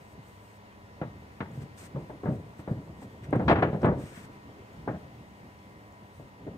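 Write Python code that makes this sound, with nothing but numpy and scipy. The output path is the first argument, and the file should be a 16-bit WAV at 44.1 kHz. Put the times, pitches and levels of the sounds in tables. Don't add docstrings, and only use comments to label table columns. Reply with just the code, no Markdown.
import sys
import numpy as np
from scipy import signal
from scipy.fft import rfft, irfft, next_fast_len
from scipy.io import wavfile
from scipy.ndimage import uniform_filter1d, map_coordinates

SR = 44100
rng = np.random.default_rng(int(sys.argv[2]) if len(sys.argv) > 2 else 0)


def put_to_file(sound):
    columns = np.atleast_2d(sound).T
    safe = np.clip(columns, -1, 1)
    whole_steps = np.round(safe * 32767)
    wavfile.write(sys.argv[1], SR, whole_steps.astype(np.int16))


def invert_db(x):
    u = np.asarray(x, float) / 20
    return 10 ** u


N = 289737


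def unit(x):
    return x / np.sqrt(np.mean(x ** 2) + 1e-20)


def along(points, hz):
    f, v = np.transpose(points)
    return np.interp(np.log(hz + 1), np.log(f + 1), v)


def curve(rows):
    return np.interp(np.arange(N) / SR, *np.transpose(rows))


def wobble(rate, size=32):
    at = np.arange(0, N + size, size)
    knots = rng.standard_normal(int(N * rate / SR) + 4)
    return np.interp(np.arange(N), at, map_coordinates(knots, [at * rate / SR]))


def filtered(x, response):
    m = next_fast_len(N + 8192)
    return irfft(rfft(x, m) * response(np.fft.rfftfreq(m, 1 / SR)), m)[..., :N]


def ports(pair, lag, left):
    side = np.array([[1], [-1]])
    return filtered(pair, lambda hz: np.exp(1j * np.pi * lag * hz * side) * invert_db(along(left, hz) / 2 * side))


def mix_angle(alike, hz):
    return np.arccos(np.clip(along(alike, hz), -1, 1)) / 2


def spread(pair, spectrum, alike):
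    def response(hz):
        angle = mix_angle(alike, hz)
        return invert_db(along(spectrum, hz)) * [np.cos(angle), np.sin(angle)]
    mid, side = filtered(pair, response)
    return unit(np.array([mid + side, mid - side]))


def patchy(depth_db):
    z = signal.stft(rng.standard_normal((2, N)), nperseg=512)[2]
    field = rng.standard_normal(z.shape[1:])
    field = uniform_filter1d(uniform_filter1d(field, 5, 0), 12, 1)
    return signal.istft(z * invert_db(depth_db * unit(field)), nperseg=512)[1][:, :N]


# f [Hz], level [dB per Hz]
TRAFFIC_COLOUR = [(12, -55), (20, -24.5), (27, -10), (101, 1), (162, -10), (239, -6), (260, -18.5),
                  (298, -3.5), (363, -16), (405, -9), (884, -10), (961, -14), (1590, -19), (1930, -18.5),
                  (15600, -46)]
# f [Hz], left-right likeness [0-1]
TRAFFIC_ALIKE = [(100, 0.93), (500, 0.54), (1500, 0.47), (4000, 0.27), (10000, 0.087)]
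# f [Hz], level [dB rms]
FAN_LINES = [(102.3, -63.5), (199.2, -64.5), (296.1, -78), (403.7, -72), (732.1, -77.5), (931.3, -73.5),
             (990.5, -66), (1109, -73), (1884, -69.5), (2099, -73), (2912, -85.5), (9674, -100.5)]
# f [Hz], level [dB rms]
MOTOR_WHINE = [(6643, -99), (6702, -103), (6761, -97), (6993, -94), (7983, -99), (9615, -99), (9674, -100),
               (9733, -99)]
# f [Hz], left louder by [dB]
FAR_LEFT_DB = [(100, -0.5), (1000, 2), (10000, -1.3)]
TRAFFIC_DB, FAR_LAG = -51.5, -13 / SR


def town():
    drift = invert_db(TRAFFIC_DB - 1.5 + 0.8 * wobble(1.404))
    traffic = drift * spread(patchy(0.86), TRAFFIC_COLOUR, TRAFFIC_ALIKE)
    t = np.arange(N) / SR
    fan = np.zeros(N)
    for hz, db in FAN_LINES + MOTOR_WHINE:
        level = invert_db(db + 5 + 1.2 * wobble(7.9))
        fan += level * np.sin(2 * np.pi * hz * t + 1.2 * wobble(8))
    return ports(traffic + fan, FAR_LAG, FAR_LEFT_DB)


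# t [s], level [dB]
FLEX_LEVEL = [(0.0, -54), (0.88, -65.5), (1.04, -46.5), (1.42, -56.5), (1.57, -46.5), (1.74, -53),
              (2.18, -49.5), (2.51, -54), (2.7, -48), (3.33, -46), (3.48, -30.5), (3.66, -32.5),
              (3.79, -40.5), (3.88, -26.5), (4.13, -52.5), (5.03, -52.5), (6.29, -57.5), (6.5, -45)]
# f [Hz], level [dB per Hz]
GROAN_COLOUR = [(18, -65), (30, -31.5), (70, 0), (149, -2), (299, -7.5), (647, -21.5), (710, -23),
                (1200, -30), (1560, -73), (2640, -120)]
# f [Hz], left-right likeness [0-1]
SHEET_ALIKE = [(100, 1), (500, 0.96), (1000, 0.8), (2000, 0.41), (4000, 0.3)]


def groan():
    lumps = invert_db(1.8 * wobble(9) + 2.2 * wobble(30))
    return invert_db(curve(FLEX_LEVEL) + 0.5) * unit(lumps * spread(patchy(3.5), GROAN_COLOUR, SHEET_ALIKE))


# start t [s], rise [s], hold [s], level [dB], body level over fizz [dB]
GRIT_STROKES = [(-.1, .1, 0.14, -70.5, .6), (.05, .25, .27, -72, -10), (.7, 0.54, 2.6, -77.5, 5.5),
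                (1.447, .1, .05, -70.5, 6), (1.588, 0.031, 0.0089, -58.5, 4),
                (1.764, 0.014, .03, -53, -2.1), (1.79, 0.019, 0.057, -56, 1), (2.2, .13, .03, -67, 3),
                (2.55, .04, .02, -67.5, -3), (2.962, 0.06, .015, -63.5, 3), (3.22, .02, 0.016, -65.5, 12),
                (3.46, .04, .03, -63, -2), (3.79, 0.026, .015, -67, 5), (3.93, .07, .255, -61, 4.5),
                (3.998, .17, .08, -66.5, 9.5), (4.29, .04, .03, -73, 7), (3.6, 1.1, 1.6, -78, 0.5),
                (6.1, 0.069, .05, -72, -7)]
RISE_DB, LIFT_DB_PER_S = 20, 748
AIR_DB, AIR_PER_DB = -8.5, -0.37


def strokes():
    start, rise, hold, db, body_db = np.transpose(GRIT_STROKES)[:, :, None]
    t = np.arange(0, N + 64, 64) / SR
    swell_db = RISE_DB * np.clip((start + rise - t) / rise, 0, 4)
    lift_db = LIFT_DB_PER_S * np.clip(t - start - rise - hold, 0, 1)
    fizz_db = db - swell_db - lift_db
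    air_db = fizz_db + AIR_DB + AIR_PER_DB * (db + 63.5)
    layers = [fizz_db, air_db, fizz_db + body_db]
    return [curve(np.c_[t, np.sqrt(np.sum(invert_db(layer) ** 2, axis=0))]) for layer in layers]


# t [s], peak level [dB], f [Hz]
GRIT_SNAPS = [(0.5132, -57, 7700), (1.5164, -53, 7000), (2.5844, -59, 6750), (3.242, -49, 5900),
              (3.2544, -63, 5850), (3.3079, -45, 8700), (3.358, -43.5, 8590), (3.7394, -61, 6760),
              (3.8184, -42.5, 5420), (3.8584, -42.5, 8600), (4.7316, -52.5, 6800), (5.5894, -53.5, 5220),
              (5.9244, -50, 7110)]


def snaps():
    out, t = np.zeros(N + SR), np.arange(300) / SR
    onset = 1 - np.exp(-t / .0004)
    for s, db, hz in GRIT_SNAPS:
        rough = 0.79 + 1.5 * uniform_filter1d(rng.standard_normal(len(t)), size=9)
        ping = invert_db(db - 60 * t / 0.0084) * np.sin(2 * np.pi * hz * t)
        out[round(s * SR):][:len(t)] += ping * rough * onset
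    return out[:N]


# f [Hz], level [dB per Hz]
GRIT_COLOUR = [(590, -38), (1000, -15), (1120, -6), (1660, -4.5), (1970, -6), (2260, -6), (2980, -12),
               (4160, -15), (7300, -13), (8380, -5.5), (10100, -19.5), (14400, -14), (15600, -33.5)]
# f [Hz], left louder by [dB]
NEAR_LEFT_DB = [(100, .5), (500, 0.5), (1500, 3.5), (5000, 1.2)]
NEAR_LAG = 7 / SR


def scuffs():
    fizz_gain, air_gain, body_gain = strokes()
    grains = rng.standard_normal((2, N)) * invert_db(3.6 * np.minimum(rng.exponential(1, N), 4))
    grit = spread(grains, GRIT_COLOUR, [(1500, 0.38), (8000, 0.41)])
    body = filtered(grit, lambda hz: 1 / (1 + (hz / 4200) ** 6))
    air = filtered(grit, lambda hz: 1 - 1 / (1 + (hz / 10000) ** 12))
    fizz = grit - body - air
    tone = fizz_gain * unit(fizz) + air_gain * unit(air) + body_gain * unit(body)
    rub = invert_db(-2.5 + 0.9 * wobble(40) + 1.8 * wobble(18)) * tone
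    return ports(rub + snaps(), NEAR_LAG, NEAR_LEFT_DB)


EDGE_DB = -1
# t [s], peak level [dB]
CREAK_TIMES = [(0.123, -58), (1.259, -49), (1.656, -46), (2.801, -44), (2.864, -51), (3.13, -59),
               (3.189, -53), (3.239, -51), (4.119, -41), (5.191, -50), (6.017, -46), (6.53, -46)]
# boom [dB], snap [dB], decay factor
CREAK_TONE = (-7, -22.5, 0.71)


def creaks():
    return [(s, db, *CREAK_TONE, EDGE_DB) for s, db in CREAK_TIMES]


# t [s], peak level [dB], decay factor
THUD_TIMES = [(.17, -47, 1.01), (1.499, -43, 1.1), (1.551, -50.5, 1.6), (1.573, -43, 1.7), (1.616, -40, .9),
              (1.945, -37, 1.37), (2.357, -57, 1.01), (2.399, -54, 0.87), (2.59, -42, 0.54),
              (2.926, -46, 0.51), (2.965, -44.5, 0.64), (3.284, -45, 0.93), (3.308, -39.5, 1.1),
              (4.034, -41.5, 0.55), (4.172, -49.5, .9), (4.291, -36.5, 0.32), (4.369, -57, .8),
              (6.398, -47, 1.4)]
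# boom [dB], snap [dB]
THUD_TONE = (8, -26.5)


def thuds():
    return [(s, db, *THUD_TONE, decay, EDGE_DB) for s, db, decay in THUD_TIMES]


# t [s], peak level [dB], boom [dB], snap [dB], edge [dB]
SEAM_RIPPLES = [(2.232, -27, -4, -23, -7), (2.255, -22.5, -9.5, -15, -7), (2.284, -23.5, -4, -41, -2.1),
                (2.314, -30, -5, -38, -2.1), (2.59, -42.5, -5, -8.5, 3), (2.674, -28.5, -3.5, -16, -6),
                (2.69, -33, -5, -22, -3), (3.479, -18, -6, -3, 3), (3.494, -9.5, -4.5, -12, 2.5),
                (3.509, -7.5, -21.5, -11.5, 1.3), (3.524, -12.5, -24.5, -13.5, -2),
                (3.554, -21.5, -7.5, -5.5, -1), (3.584, -21.5, -6.5, -10.5, -1.5),
                (3.728, -24, -6, -27.5, 8.5), (3.814, -31, -5.5, -19, -3), (3.829, -18, -3, -18, 3),
                (3.843, -12.5, -10.5, -12.5, -1), (3.861, -15, -8.5, -13, -13), (3.884, -17, -9.5, -15, -8),
                (4.874, -23.5, -6, -9, -10.5), (6.192, -37.5, -8, -28, -2.1)]
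RIPPLE_DECAY, LOOSER_PER_DB = 1.074, 0.06


def ripples():
    return [(s, db, boom, snap, RIPPLE_DECAY - LOOSER_PER_DB * (db + 12), edge)
            for s, db, boom, snap, edge in SEAM_RIPPLES]


# t [s], peak level [dB], boom [dB], snap [dB], decay factor
SINGLE_BUCKLES = [(1.013, -23.5, -5.5, -13, 0.86), (1.403, -23.5, -4.5, -4, 0.58),
                  (1.957, -28, -10, -22, 1.75), (2.095, -32, -11, -20, 1.45), (2.709, -29, 2, -33, 0.85),
                  (3.017, -34.5, -7.5, -23, 1.3), (3.326, -13, -5.5, -16.5, 1.31),
                  (3.394, -21, -6.5, -17, 1.7), (3.622, -10.5, -13, -9.5, 1.27),
                  (3.744, -28.5, -28, -21, 2.3), (3.904, -25, -14, -20, 2.1), (4.886, -24, -7, -28, 0.75),
                  (6.463, -29.5, -10, -27, 1.44)]
# t after the buckle [s], level relative to it [dB]
SETTLING = [
    (.021, -13),
    (.056, -21.5),
    (.09, -30.5),
]
SETTLE_BOOM_DB, SETTLE_SNAP_DB, SETTLE_EDGE_DB = 4.5, -0.5, -1.5
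SETTLE_DECAY, SETTLE_SCATTER = 1.14, .15


def buckles():
    rows = [(*row, EDGE_DB) for row in SINGLE_BUCKLES]
    for s, db, boom, snap, _ in SINGLE_BUCKLES:
        for later, under in SETTLING:
            share = 1 + SETTLE_SCATTER * rng.uniform(-0.994, 1)
            rows.append((s + later * share, db + under, boom + SETTLE_BOOM_DB, snap + SETTLE_SNAP_DB,
                         SETTLE_DECAY, SETTLE_EDGE_DB))
    return rows


# f [Hz], level [dB per Hz]
POP_COLOUR = [(24, -51), (40, 1), (146, 6), (262, -1.5), (315, -2.5), (360, -6), (607, -5.5), (1140, -13),
              (1720, -19), (2830, -34), (9000, -71), (11700, -99), (19800, -120)]
# f [Hz], t60 [s]
RING_TIME = [(60, 0.27), (160, 0.17), (420, 0.16), (1100, 0.096), (3000, 0.13), (8000, 0.021)]


def panels(count=400):
    place = (np.arange(count) + rng.uniform(0, 1, count)) / count
    hz = 50 + 8000 * place ** 2
    colour = invert_db(along(POP_COLOUR, hz)) * np.sqrt(place)
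    t = np.arange(SR // 4) / SR
    root = np.sqrt(hz)[:, None]
    arrival = 1 - np.exp(-(t * root / 0.046) ** 2)
    fall = invert_db(-60 * t / along(RING_TIME, hz)[:, None])
    fall = fall + invert_db(-16.5) * fall ** 0.41
    modes = arrival * fall * np.cos(2 * np.pi * hz[:, None] * t - 0.899 * root)

    s, db, boom_db, snap_db, decay, edge_db = np.transpose(buckles() + ripples() + thuds() + creaks())
    angle = mix_angle(SHEET_ALIKE, hz)
    a, b = np.moveaxis(rng.standard_normal((len(s), 2, count)), 1, 0)
    common, apart = (a + 0.19) * np.cos(angle), b * np.sin(angle)
    tilt_db = []
    for low, high, edge in zip(boom_db, snap_db + 14.5, edge_db):
        tilt = [(55, low - 12), (130, low + 3), (480, 0), (1700, high), (4500, 1.3 * high + 2 * edge)]
        tilt_db.append(along(tilt, hz))
    strength = invert_db(db[:, None] - 11 + np.array(tilt_db)) * colour
    rings = strength * [common + apart, common - apart] @ modes

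    onset = 1 - np.exp(-(t / .0027) ** 2)
    hold = invert_db(-60 * t / 0.2 * (1 / np.clip(decay, .3, 2)[:, None] - 1))
    fade = np.cos(np.pi / 2 * t / t[-1]) ** .5
    rings = rings * onset * hold * fade
    chatter_db = np.pad(1.7 * wobble(70), (0, SR))
    out = np.zeros((2, N + SR))
    for k, start in enumerate(np.round(s * SR).astype(int)):
        span = slice(start, start + len(t))
        out[:, span] += rings[:, k] * invert_db(chatter_db[span] * np.minimum(t / .02, 1))
    return ports(out[:, :N], NEAR_LAG, NEAR_LEFT_DB)


def scene():
    return town() + groan() + scuffs() + panels()


def band_limit(x):
    return signal.sosfilt(signal.butter(12, 15740, fs=SR, output="sos"), x)


def record(dry):
    cut = filtered(dry, lambda hz: (1j * hz / (40 + 1j * hz)) ** 2)
    hiss = invert_db(-78) * spread(rng.standard_normal((2, N)), [(3000, -8), (16000, 7.0)], [(3000, 0.27)])
    mix = filtered(cut + hiss, lambda hz: hz < 15740)
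    return band_limit(mix)


dry = scene()
out = record(dry)
put_to_file(out)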